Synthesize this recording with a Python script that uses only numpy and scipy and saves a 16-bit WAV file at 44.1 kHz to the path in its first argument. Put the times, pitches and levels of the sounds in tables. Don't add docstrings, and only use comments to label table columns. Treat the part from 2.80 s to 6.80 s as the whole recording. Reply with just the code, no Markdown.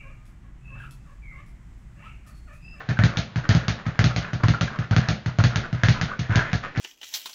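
import sys
import numpy as np
from scipy import signal
from scipy.fft import rfft, irfft, next_fast_len
from scipy.io import wavfile

SR = 44100
rng = np.random.default_rng(int(sys.argv[2]) if len(sys.argv) > 2 else 0)


def digitize_waveform(pressure):
    field = np.atleast_2d(pressure).T
    bounded = np.clip(field, -1, 1)
    quanta = np.round(bounded * 32767).astype(np.int16)
    wavfile.write(sys.argv[1], SR, quanta)


N = 176400
T = np.arange(SR // 2) / SR

# (time [s], boom level [dB], clack level [dB], slap level [dB])
PUNCH_HITS = [(0.19, -0.5, -15.5, -41.5), (0.6914, 1.5, -17, -25), (1.1918, -1.2, -10.5, -28.5),
              (1.6363, 0.5, -18, -36.5), (2.1105, -2.3, -23.5, -35), (2.5868, 1.1, -21, -31.5),
              (3.0354, 0, -9.5, -27.5), (3.4951, -5, -36.5, -50.5)]
FAR_HITS = [(0.0891, -6.5, -25, -37), (0.237, 0.1, -14.5, -27), (0.5589, -7.5, -24, -37.5),
            (0.7496, -0.5, -21, -29.5), (1.0652, -8.5, -27.5, -42.5), (1.2419, -0.1, -18, -25),
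            (1.5328, -9, -26, -37.5), (1.684, -0.3, -16.5, -28), (1.9887, -9, -25.5, -41),
            (2.1644, 0, -14.5, -27), (2.4606, -7.5, -24.5, -37.5), (2.6392, -0.9, -14, -25),
            (2.9285, -8, -27.5, -43), (3.0854, -1, -17, -24), (3.392, -9, -32, -33.5),
            (3.5575, -1, -16.5, -26), (3.9745, -5.5, -34, -37.5)]
NEAR_HITS = [(0.3714, -1.7, -22.5, -26), (0.8821, -1.1, -19.5, -26.5), (1.3625, -1.7, -23.5, -27.5),
             (1.8107, -0.37, -21, -27), (2.2869, 0.069, -18, -27), (2.7589, -1.1, -17.5, -28),
             (3.2134, -1.7, -17, -28.5), (3.7315, -0.43, -20.5, -30)]
# (pitch [Hz], fade time [s], relative level [dB])
BAG_NOTES = [(100.7, .078, -12.2), (113.9, .096, -11.2), (107.3, .032, -12.7)]
# (delay [s], strength [factor])
PUNCH_ECHOES = [(.002, -.82), (.0052, -.25), (.0183, .84), (.0297, .35)]
FAR_ECHOES = [(.002, -1), (.0039, .52), (.0176, .98), (.0299, .8)]
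NEAR_ECHOES = [(.0027, -.37), (.0114, .46), (.0181, .92), (.0294, .73)]
def bag_hits():
    out = np.zeros(N)
    spots = [(PUNCH_HITS, PUNCH_ECHOES), (FAR_HITS, FAR_ECHOES), (NEAR_HITS, NEAR_ECHOES)]
    for (hits, echoes), note in zip(spots, BAG_NOTES):
        boom = bag_boom(*note, echoes)
        for start, boom_db, clack_db, slap_db in hits:
            slap = leather_slap(boom_db)
            add(out, start, amp(boom_db) * in_room(boom, echo_db=-16))
            add(out, start, amp(boom_db - 1) * wood_knock())
            add(out, start, amp(slap_db + 23.5) * (slap + amp(-4.5) * mount_rattle()))
            add(out, start, amp(clack_db + 16.5) * in_room(swivel_ring(hz=1660), echo_db=-1))
    return out


# (pitch [Hz], fade time [s], strength [factor])
BOARD_AND_ROOM_NOTES = [(62.6, 0.2, 2), (121.8, 0.18, 3), (155.3, 0.11, 0.72), (204, 0.24, 0.27),
                        (322, .06, 0)]
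def bag_boom(bag_hz, bag_fade_s, db, echoes, low_cut_hz=32, high_cut_hz=412):
    s = 2j * np.pi * np.fft.rfftfreq(len(T), 1 / SR)

    def ring(hz, fade_s):
        return s / ((s + np.log(1000) / fade_s) ** 2 + (2 * np.pi * hz) ** 2)

    board_and_room = 1 + sum(gain * 2 * np.log(1000) / fade_s * ring(hz, fade_s)
                             for hz, fade_s, gain in BOARD_AND_ROOM_NOTES)
    echo_paths = 1 + sum(gain * np.exp(-s * delay) for delay, gain in echoes)
    low_cut = s / (s + 2 * np.pi * low_cut_hz)
    soft_contact = 1 / (1 + s / (2 * np.pi * high_cut_hz)) ** 2
    spectrum = ring(bag_hz, bag_fade_s) * board_and_room * echo_paths * low_cut * soft_contact
    return amp(db) * SR * irfft(spectrum, len(T))


# (frequency [Hz], relative level [dB])
WOOD_TONE = [(30, -22), (60, -7.5), (130, 11.5), (210, 9.5), (265, -5), (315, -16), (500, -8), (700, -0.5),
             (1000, -13), (1400, -1), (2500, -50)]
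def wood_knock():
    return smack(WOOD_TONE, fade_s=0.025, echo_db=5.5)


# (frequency [Hz], relative level [dB])
LEATHER_TONE = [(300, -19), (1000, -23), (2000, 5), (3000, 2), (4300, 3), (5200, -2.5), (6600, -3.5),
                (7400, -23.5)]
def leather_slap(boom_db):
    return smack(LEATHER_TONE, fade_s=0.007 * np.exp(-0.24 * boom_db), echo_db=2.5)


def mount_rattle(ticks_per_s=590, rise_s=0.016):
    ticks = (rng.random(len(T)) < ticks_per_s / SR) * rng.standard_normal(len(T))
    swell = T * np.exp(-T / rise_s)
    return unit(coloured(ticks * swell, LEATHER_TONE))


# (pitch [times the main pitch], relative level [dB], fade time [s])
SWIVEL_NOTES = [(.45, -12, 0.0091), (0.841, -26, 0.03), (1.002, 9, 0.0064), (1.2, -5.5, 0.0084),
                (1.649, -14.5, .005)]
def swivel_ring(hz):
    ring = np.zeros(len(T))
    for ratio, db, fade_s in SWIVEL_NOTES:
        loudness = amp(db + rng.normal(0, 6) - 60 * T / fade_s)
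        pitch = hz * ratio * (1 + rng.normal(0, 0.025))
        ring += loudness * np.sin(2 * np.pi * pitch * T)
    return unit(ring)


# (time [s], length [s], level [dB], pitch [Hz])
SWIVEL_GRINDS = [(0, 0.029, -37.5, 1510), (0.087, 0.042, -34.5, 1720), (0.159, 0.14, -41, 1520),
                 (.285, 0.092, -36.5, 1390), (0.58, 0.019, -35, 1620), (0.632, 0.04, -35, 1450),
                 (0.704, 0.075, -32.5, 1530), (0.794, 0.11, -38, 1395), (0.965, 0.055, -41.5, 1470),
                 (1.05, 0.068, -38.5, 1450), (1.142, 0.025, -41.5, 1460), (1.291, 0.032, -33, 1330),
                 (1.406, 0.11, -37, 1506), (1.596, 0.022, -37, 1170), (1.629, 0.026, -27.5, 1310),
                 (1.734, 0.021, -30, 1370), (1.868, 0.027, -35.5, 1650), (1.897, 0.075, -37, 1300),
                 (2.009, 0.051, -39, 1530), (2.122, 0.017, -33, 1476), (2.195, 0.097, -36, 1560),
                 (2.473, 0.034, -42, 1396), (2.591, 0.021, -29, 1360), (2.691, 0.076, -37, 1410),
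                 (2.826, 0.045, -35, 1480), (2.929, 0.11, -42.5, 1570), (3.136, 0.074, -33.5, 1355),
                 (3.273, 0.076, -36, 1460), (3.405, 0.13, -43, 1470), (3.498, 0.091, -29, 1570),
                 (3.567, 0.064, -27, 1530), (3.622, .105, -35, 1790), (3.728, 0.019, -41, 1730),
                 (3.827, 0.047, -31.5, 1400), (3.865, 0.03, -61, 1450), (3.946, 0.045, -34, 1680)]
def swivel_grind(slips_per_s=900, scatter_db=4, ramp_s=0.0094):
    out = np.zeros(N)
    for start, length, db, hz in SWIVEL_GRINDS:
        pressure = np.clip(np.minimum(T, length - T) / ramp_s, 0, 1)
        slips = rng.random(len(T)) < slips_per_s / SR
        strength = amp(scatter_db * rng.standard_normal(len(T)))
        grind = signal.fftconvolve(slips * strength * pressure, swivel_ring(hz))[:len(T)]
        add(out, start, amp(db) * np.sqrt(length * SR) * unit(in_room(grind, echo_db=-2)))
    return out


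# (time [s], relative level [dB], pitch [Hz])
SWIVEL_SQUEAKS = [(0.099, -31, 1793), (0.171, -27, 1540), (0.19, -23, 1500), (.209, -28, 1670),
                  (.221, -23.5, 1846), (0.652, -33, 1440), (0.706, -22.5, 1823), (1.306, -31.5, 1376),
                  (1.449, -37.5, 2490), (1.745, -22, 1383), (1.881, -28.5, 1625), (2.134, -27.5, 1510),
                  (2.605, -43, 1320), (2.845, -31, 1450), (3.315, -23.5, 1206), (3.329, -27.5, 1500),
                  (3.505, -27.5, 1475), (3.528, -29, 1480), (3.592, -18.5, 1632), (3.741, -26, 1710)]
def swivel_squeaks(rise_s=0.003, roughness=0.032):
    out = np.zeros(N)
    swell = T * np.exp(-T / rise_s)
    for start, db, hz in SWIVEL_SQUEAKS:
        wobble = roughness * np.cumsum(rng.standard_normal(len(T)))
        squeak = unit(swell * np.sin(2 * np.pi * hz * T + wobble))
        add(out, start, amp(db + 21.5) * in_room(squeak, echo_db=-6.5))
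    return out


# (frequency [Hz], fade time [s])
GARAGE_FADES = [(100, 0.24), (300, 0.53), (1000, 0.26), (3000, 0.32), (7000, 0.25)]
def garage_echo(build_s=0.0027):
    hz, t, noise = signal.stft(rng.standard_normal(len(T)), SR, nperseg=256)
    fade = amp(-60 * t / along(GARAGE_FADES, hz)[:, None])
    _, tail = signal.istft(noise * fade, SR, nperseg=256)
    return tail[:len(T)] * (1 - np.exp(-T / build_s))


# (frequency [Hz], relative level [dB])
HUSH_TONE = [(25, -16), (100, 4), (300, -13.5), (1500, -12.5), (4000, -22.5), (7000, -38)]
def garage_hush(level_db=-47):
    return amp(level_db) * np.sqrt(N) * unit(coloured(rng.standard_normal(N), HUSH_TONE))


def smack(tone, fade_s, echo_db):
    crack = rng.standard_normal(len(T)) * amp(-60 * T / fade_s)
    return unit(coloured(crack, tone)) + amp(echo_db) * unit(coloured(garage_echo(), tone))


def in_room(sound, echo_db):
    echo = signal.fftconvolve(sound, garage_echo())[:len(sound)]
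    return sound + amp(echo_db) * np.linalg.norm(sound) * unit(echo)


def coloured(sound, tone):
    n = len(sound)
    gains = amp(along(tone, np.fft.rfftfreq(n, 1 / SR)))
    cepstrum = irfft(np.log(gains), n)
    cepstrum[1:n // 2] *= 2
    cepstrum[n // 2 + 1:] = 0
    return irfft(rfft(sound) * np.exp(rfft(cepstrum)), n)


def amp(db):
    return 10 ** (np.asarray(db) / 20)


def unit(sound):
    return sound / np.sqrt(np.sum(sound ** 2) + 1e-20)


def along(table, hz):
    frequencies, values = np.transpose(table)
    return np.interp(np.log(hz + 1), np.log(frequencies + 1), values)


def add(track, start_s, sound):
    i = max(0, round(start_s * SR))
    track[i:i + len(sound)] += sound[:max(0, len(track) - i)]


def scene():
    return (bag_hits() + swivel_grind() + swivel_squeaks() + garage_hush())[None]


def record(dry):
    top_hz = 7150
    size = next_fast_len(N + SR // 2)
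    hz = np.fft.rfftfreq(size, 1 / SR)
    treble_cut = 1 / np.sqrt(1 + (hz / top_hz) ** 80)
    return irfft(rfft(dry, size) * treble_cut, size)[:, :N]


dry = scene()
out = record(dry)
digitize_waveform(out)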